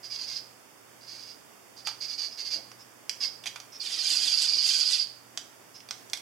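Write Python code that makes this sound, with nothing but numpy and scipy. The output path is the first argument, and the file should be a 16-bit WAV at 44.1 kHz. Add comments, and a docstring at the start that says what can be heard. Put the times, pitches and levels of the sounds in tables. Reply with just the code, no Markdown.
"""Hobby servos (small geared motors) move the arm of a little robot on a table, close to a phone.
Each step kicks a motor: its gear teeth rattle and make the servo case ring near 4.8 kHz. The shoulder
and elbow move in short steps; the wrist runs for about a second with a wavering gear whine.
Joints knock as their slack is taken up; the body groans under load and hums low as the wrist runs.
The small room adds a short echo, and a fan hums behind it all."""
import sys
import numpy as np
from scipy import signal
from scipy.fft import rfft, irfft, next_fast_len
from scipy.io import wavfile
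from scipy.ndimage import uniform_filter1d

SR = 44100
rng = np.random.default_rng(int(sys.argv[2]) if len(sys.argv) > 2 else 0)


def transcribe(signal):
    """Save signal, clipped to [-1, 1], as a 16-bit WAV file at the path in sys.argv[1]."""
    frames = np.atleast_2d(signal).T
    limited = np.clip(frames, -1, 1)
    pcm = np.round(limited * 32767).astype(np.int16)
    wavfile.write(sys.argv[1], SR, pcm)


N = 273861
T = np.arange(N) / SR
WRIST_START_S, WRIST_END_S = 3.8, 5.05


# How strongly the wrist's case rings as the motor works: t/s, level/dB
WRIST_RING_LEVELS = [(3.8, -39), (3.816, -32), (3.902, -45), (3.908, -36.5), (4.078, -29), (4.8, -25.5),
                     (5.024, -29.5), (5.07, -39)]

def wrist_steps(boost_db, case_hz=4765, length_s=.042, lead_s=.02):
    """Up to about 19 steps a second: in each, a gear tone slides down past the note of the case."""
    out = np.zeros(N)
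    for start in wrist_step_times() - lead_s:
        drive = surge(length_s, rise_s=.006, coast_s=.009)
        middle_hz = 1.02 * case_hz * rng.uniform(.985, 1.015)
        tone_hz = sinking_pitch(middle_hz, len(drive), .8 * length_s, fall=.12)
        tone = np.sin(shiver(tone_hz, flutter=.012)) * gain(3 * wander(400, len(drive)))
        flick = resonate(tone, case_hz, width_hz=410)
        teeth = rattle(len(drive), per_s=1200, scatter_db=4)
        ring = case_ring(teeth, 1.012 * case_hz, width_hz=680)
        add(out, start, drive * (flick + .68 * ring))
    return wrist_powered() * gain(curve(WRIST_RING_LEVELS) + boost_db) * out


# How fast the wrist's gear teeth meet, before each step's kick is added: t/s, f/Hz
WRIST_TOOTH_RATES = [(3.8, 2550), (3.88, 2300), (3.93, 2742), (4.0, 2348), (4.11, 3950), (4.19, 2951),
                     (4.26, 3650), (4.36, 2589), (4.425, 3909), (4.47, 2303), (4.62, 2405), (4.675, 4057),
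                     (4.72, 3252), (4.8, 3155), (4.85, 2400), (4.92, 3854), (4.985, 2158)]
# Tone colour of the wrist gears' rasp: f/Hz, level/dB
WRIST_RASP_COLOUR = [(40, -60), (200, -32.5), (420, -18.5), (1200, -13.5), (1400, -10), (1520, -7),
                     (1750, -12), (2100, -5), (3050, 3.5), (3750, 2.5), (4050, 1.5), (4600, 5),
                     (6100, -0.5), (7000, -4), (9000, -28.5)]
# Tone colour of their high hiss: f/Hz, level/dB
WRIST_HISS_COLOUR = [(4000, -30), (6000, 0), (6900, -2), (8200, 2), (9500, -1), (11200, -4.5), (12800, -20),
                     (16000, -53)]

def wrist_gears(rasp_db, hiss_db, usual_hz=3000, kick_lead_s=.01398):
    """The wrist's long run: the faster the motor turns, the louder its teeth rasp and hiss."""
    steps = wrist_step_times()
    steps_done = np.interp(T + kick_lead_s, steps, np.arange(len(steps)))
    kicks = 1 + .06 * np.cos(2 * np.pi * steps_done)  # each step swings the speed by 6%
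    tooth_hz = curve(WRIST_TOOTH_RATES) * kicks
    speed_db = 20 * np.log10(tooth_hz / usual_hz)
    load = 1 - np.exp(-np.abs(T - WRIST_START_S) / .03)  # the gears take up the load...
    load *= 1 - np.exp(-np.abs(WRIST_END_S - T) / .025)  # ...and let it go
    # the teeth whine more clearly while the motor slows
    slowing = uniform_filter1d(1. * (np.gradient(tooth_hz) < 0), size=400)
    whine = (.42 + .36 * slowing) * gear_whine(tooth_hz, mesh_db=4.5)
    teeth = rattle(N, per_s=2200, scatter_db=2) + whine
    rasp = load * gain(1.5 * speed_db + rasp_db) * unit(colour(teeth, WRIST_RASP_COLOUR))
    hiss = np.sqrt(load) * gain(2.4 * speed_db + hiss_db) * unit(colour(teeth, WRIST_HISS_COLOUR))
    return wrist_powered() * (rasp + hiss)


def wrist_step_times(middle_s=4.434, gap_s=.0512, ease=.00107):
    """The wrist eases in and out, so its steps come closest together in the middle."""
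    step = np.arange(-11, 12)
    return middle_s + gap_s * step * (1 + ease * step ** 2)


def wrist_powered():
    """1 while the wrist motor is on, 0 while it is off, with a quick fade between."""
    return uniform_filter1d(1. * ((T > WRIST_START_S) & (T < WRIST_END_S)), size=400)


# Shoulder and elbow steps, plus a few light gripper twitches ringing near 5.3 kHz, and the ring of each: t/s,
# length/s, level/dB, f/Hz
ARM_MOVES = [(0.032, 0.027, -42, 4850), (0.101, 0.061, -37.5, 4830), (0.186, 0.056, -38, 4770),
             (0.27, 0.11, -37, 4910), (1.008, 0.044, -55, 4900), (1.068, 0.099, -45.5, 4830),
             (1.178, 0.059, -47, 4820), (1.259, 0.056, -46.5, 4880), (1.767, 0.033, -48.5, 4840),
             (1.853, 0.038, -35.5, 4760), (2.007, 0.041, -35, 4790), (2.08, 0.062, -38, 4770),
             (2.179, 0.076, -34, 4745), (2.304, 0.038, -46.5, 5080), (2.374, 0.0417, -35.5, 4740),
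             (2.447, 0.033, -35, 4740), (2.507, .04, -30, 4746), (2.791, 0.022, -52, 5290),
             (3.205, 0.049, -28.5, 4920), (3.723, 0.046, -47.5, 5300), (5.746, 0.015, -45.5, 5300)]
# Tone colour of their gears' rasp: f/Hz, level/dB
ARM_RASP_COLOUR = [(150, -43), (300, -23), (800, -10), (1500, -7.5), (2050, -1), (3400, 4), (4050, 5.5),
                   (5400, 11.5), (6300, 10), (7200, -1), (11300, -12.5), (12800, -13), (16000, -30)]

def arm_servos(rise_s=.009, usual_step_db=-38.5, usual_rasp_db=-43.5):
    """Short steps: rattling teeth ring the case, and the gears rasp with a slightly sinking whine."""
    out = np.zeros(N)
    for start, length, db, hz in ARM_MOVES:
        drive = surge(length + .003, rise_s, coast_s=.016)
        teeth = rattle(len(drive), per_s=3500, scatter_db=3)
        tooth_hz = sinking_pitch(hz / 2 * rng.uniform(.87, 1.03), len(drive), length, fall=.04)
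        whine = gear_whine(tooth_hz, mesh_db=5)
        rasp_db = usual_rasp_db + .88 * (db - usual_step_db)  # louder steps rasp more
        rasp = gain(rasp_db) * unit(colour(teeth + .36 * whine, ARM_RASP_COLOUR))
        ring = gain(db - 2) * case_ring(teeth, hz, width_hz=760)
        add(out, start - rise_s / 2, drive * (ring + rasp))
    return out


def gear_whine(tooth_hz, mesh_db, teeth=4):
    """Meeting teeth make a tone; their unevenness repeats every few teeth and adds tones around it."""
    angle = shiver(tooth_hz / teeth, flutter=.024)
    boost_db = {teeth: mesh_db, 2 * teeth: mesh_db / 2}  # the main tone and its octave stand out
    out = 0
    for multiple in range(teeth // 2, 2 * teeth + 2):
        db = boost_db.get(multiple, 0) + 4 * wander(150, len(angle))
        out += gain(db) * np.sin(multiple * angle + rng.uniform(0, 2 * np.pi))
    return unit(out)


def rattle(size, per_s, scatter_db):
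    """Loose parts hit each other at random, some harder than others."""
    hits = (rng.random(size) < per_s / SR) * rng.choice([-1, 1], size)
    strength = gain(scatter_db * np.clip(rng.standard_normal(size), -2, 2))
    return unit(hits * strength)


def case_ring(teeth, hz, width_hz):
    """The servo case rings only close to its own note."""
    return unit(resonate(resonate(teeth, hz, width_hz), hz, width_hz))


def surge(length_s, rise_s, coast_s):
    """Loudness of one push: the motor spins up while driven, then coasts to a stop."""
    t = T[:int((length_s + 10 * coast_s) * SR)]
    return (1 - np.exp(-t / rise_s)) * np.exp(-np.maximum(t - length_s, 0) / coast_s)


def sinking_pitch(hz, size, length_s, fall):
    """A pitch that slides down, passing hz halfway through length_s."""
    return hz * (1 - fall * np.tanh(2 * T[:size] / length_s - 1))


def shiver(hz, flutter):
    """The angle of a turning part whose speed trembles because the teeth fit loosely."""
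    return 2 * np.pi * np.cumsum(hz * (1 + flutter * wander(1500, len(hz)))) / SR


# Knocks in the joints: t/s, level/dB, contact time/s, low thud boost/dB
JOINT_KNOCKS = [(1.8713, -28.5, 0.0027, 10), (1.884, -38.5, .003, 17), (2.716, -44, 0.00099, 13),
                (3.0949, -24.5, 0.00086, -13), (3.438, -41.5, 0.0044, -2.5), (3.458, -33, 0.0042, -7),
                (3.466, -31.5, 0.0053, -15), (3.473, -31.5, 0.0025, -12), (3.5587, -37, 0.0039, 12),
                (3.601, -40, 0.0019, 1), (5.3746, -28, 0.0015, -1), (5.804, -48, 0.0022, -10),
                (5.888, -42, 0.0018, -1), (5.909, -29, 0.00078, 2.5), (6.099, -44.5, 0.00038, -12),
                (6.133, -24.5, 0.0016, -4.5), (6.1734, -40.5, .001, -5)]
# The notes at which the arm and its joints ring: f/Hz, width/Hz, level/dB
ARM_NOTES = [(732, 84, -3.5), (950, 170, -5.5), (1260, 190, -4), (1490, 260, -5), (2080, 204, -0.5),
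             (2380, 420, 0), (3300, 290, 1), (3270, 430, -0.5), (4740, 330, 3), (5300, 680, 1.5),
             (5920, 520, 1), (7600, 570, -16), (10200, 3300, -16.5)]

def joint_knocks(thud_hz=1230, thud_octaves=.65, usual_contact_s=.0019):
    """Brief gritty hits ring the arm. Each has its own amount of low thud; shorter hits are brighter."""
    out, t = np.zeros(N), T[:SR // 20]
    soft_plastic = signal.butter(2, 12000, fs=SR)
    for start, db, contact_s, thud_db in JOINT_KNOCKS:
        crack_db = -3.5 * np.log2(contact_s / usual_contact_s)  # a longer contact is duller
        ring = 0
        for hz, width, note_db in ARM_NOTES:
            push = rng.standard_normal(len(t)) * np.exp(-t / contact_s)
            thud_share = np.exp(-(np.log2(hz / thud_hz) / thud_octaves) ** 2)
            strength = gain(note_db + thud_db * thud_share + crack_db * (hz > 4100)) * np.sqrt(width)
            bass_cut = signal.butter(2, hz / 2, "high", fs=SR)  # small parts give off little bass
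            ring += strength * unit(signal.lfilter(*bass_cut, resonate(push, hz, width)))
        ring = signal.lfilter(*soft_plastic, ring)
        opening_level = np.sqrt(np.mean(ring[:SR // 250] ** 2))  # the first 4 ms
        add(out, start, gain(db) * ring / opening_level)
    return out


# The body's short groans and its one longer hum: t/s, length/s, level/dB
BODY_SOUNDS = [(2.211, 0.036, -61), (2.499, 0.046, -54.5), (2.548, 0.043, -50.5), (4.08, 0.54, -61)]
# The low notes at which the body rings: f/Hz, width/Hz, level/dB
BODY_NOTES = [(305, 14.5, 5.5), (524, 70, -10), (610, 110, -13)]

def body_groans_and_hum():
    """The robot's body groans briefly under load and hums low while the wrist motor runs."""
    out = np.zeros(N)
    for start, length, db in BODY_SOUNDS:
        drive = surge(length, rise_s=.012, coast_s=.016)
        shaking = rattle(len(drive), per_s=590, scatter_db=1.5)
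        ring = sum(gain(note_db) * resonate(shaking, hz, width) for hz, width, note_db in BODY_NOTES)
        add(out, start, gain(db) * drive * unit(ring))
    return out


# How much louder the robot is on the right than on the left: f/Hz, level/dB
RIGHT_OVER_LEFT = [(200, 6), (1300, 6), (2400, 5), (4600, 13.5), (5600, 5), (8100, 2.5), (15000, 6.5)]

def room(x, boards_db, tail_db, alike):
    """The table and nearby boards echo at once, the room later; the left side is shaded near 5 kHz."""
    shared_boards, shared_tail = echoes(fade_s=.1, delay_s=.0021), echoes(fade_s=.32, delay_s=.014)
    unlike = np.sqrt(1 - alike ** 2)  # weight of the echoes that only one side hears
    out = []
    for side in (1, -1):  # left, then right
        boards = alike * shared_boards + unlike * echoes(fade_s=.034, delay_s=.002)
        tail = alike * shared_tail + unlike * echoes(fade_s=.48, delay_s=.011)
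        heard = x + signal.fftconvolve(x, gain(boards_db) * boards + gain(tail_db) * tail)[:N]
        balance = [(hz, 20 * np.log10(2 / (1 + gain(side * db)))) for hz, db in RIGHT_OVER_LEFT]
        out.append(colour(heard, balance))
    return np.array(out)


def echoes(fade_s, delay_s):
    """A cloud of echoes that starts after delay_s and drops 60 dB in fade_s."""
    t = T[:SR * 2 // 3]
    cloud = rng.standard_normal(len(t)) * gain(-60 * t / fade_s) * (t > delay_s)
    return cloud / np.sqrt(np.sum(cloud ** 2))


# Tone colour of the fan's rushing air, heard with a narrow dip near 4 kHz: f/Hz, level/dB
FAN_AIR_COLOUR = [(25, -36), (50, -25), (90, -8.5), (150, -7), (260, -1), (480, -2), (1000, -3.5),
                  (2100, -8), (3750, -13.5), (4050, -29), (4400, -12), (5000, -10.5), (7000, -12.5),
                  (16000, -18.5)]
# The fan motor's two hum tones: f/Hz, level/dB
FAN_HUM_TONES = [(120, -72.5), (118.76, -78)]

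def fan(air_db, left_vs_right_db):
    """Air rushes steadily, and two close motor tones make a slowly throbbing hum."""
    shared = colour(rng.standard_normal(N), FAN_AIR_COLOUR)
    # the two sides are most alike in the bass
    shared = colour(shared, [(100, -6), (300, -8.5), (1000, -10.5), (4000, -11)])
    air = np.array([unit(shared + colour(rng.standard_normal(N), FAN_AIR_COLOUR)) for _ in range(2)])
    air *= gain(air_db + .45 * wander(5.9))
    hum = sum(np.sqrt(2) * gain(db) * np.cos(2 * np.pi * hz * (T - .3)) for hz, db in FAN_HUM_TONES)
    return (air + hum) * gain([[left_vs_right_db / 2], [-left_vs_right_db / 2]])


def gain(db):
    """Turn decibels into a number to multiply by."""
    return 10 ** (np.asarray(db) / 20)


def unit(x):
    """Scale x to an average strength (rms) of 1."""
    return x / np.sqrt(np.mean(x ** 2))


def curve(rows):
    """Join (time, value) points with straight lines."""
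    return np.interp(T, *np.transpose(rows))


def add(track, start_s, x):
    """Mix x into the track from start_s on."""
    i = max(int(start_s * SR), 0)
    track[i:i + len(x)] += x[:N - i]


def colour(x, points):
    """Turn the lows and highs of x up or down, following (f/Hz, level/dB) points."""
    hz, db = np.transpose(points)
    size = next_fast_len(len(x))
    f = np.maximum(np.fft.rfftfreq(size, 1 / SR), 1)
    shape = gain(np.interp(np.log(f), np.log(hz), db))
    return irfft(rfft(x, size) * shape, size)[:len(x)]


def resonate(x, hz, width_hz):
    """Let x ring at one note; a smaller width rings longer."""
    return signal.lfilter(*signal.iirpeak(hz, hz / width_hz, fs=SR), x)


def wander(per_s, size=N):
    """A smooth random wobble of typical size 1, with per_s turns a second."""
    hold = max(int(SR / per_s), 1)
    stairs = np.repeat(rng.standard_normal(size // hold + 1), hold)
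    return unit(uniform_filter1d(stairs, hold)[:size])


def scene():
    """The robot in its room, with the fan behind."""
    servos = arm_servos() + wrist_gears(rasp_db=-37.5, hiss_db=-46) + wrist_steps(boost_db=1.83)
    robot = servos + body_groans_and_hum() + joint_knocks()
    return room(robot, boards_db=-3.5, tail_db=-7, alike=.69) + fan(air_db=-53.5, left_vs_right_db=-5)


def record(dry):
    """The phone cuts off the treble above 16 kHz."""
    return signal.sosfilt(signal.ellip(10, .2, 70, 16000, fs=SR, output="sos"), dry)


dry = scene()
out = record(dry)
transcribe(out)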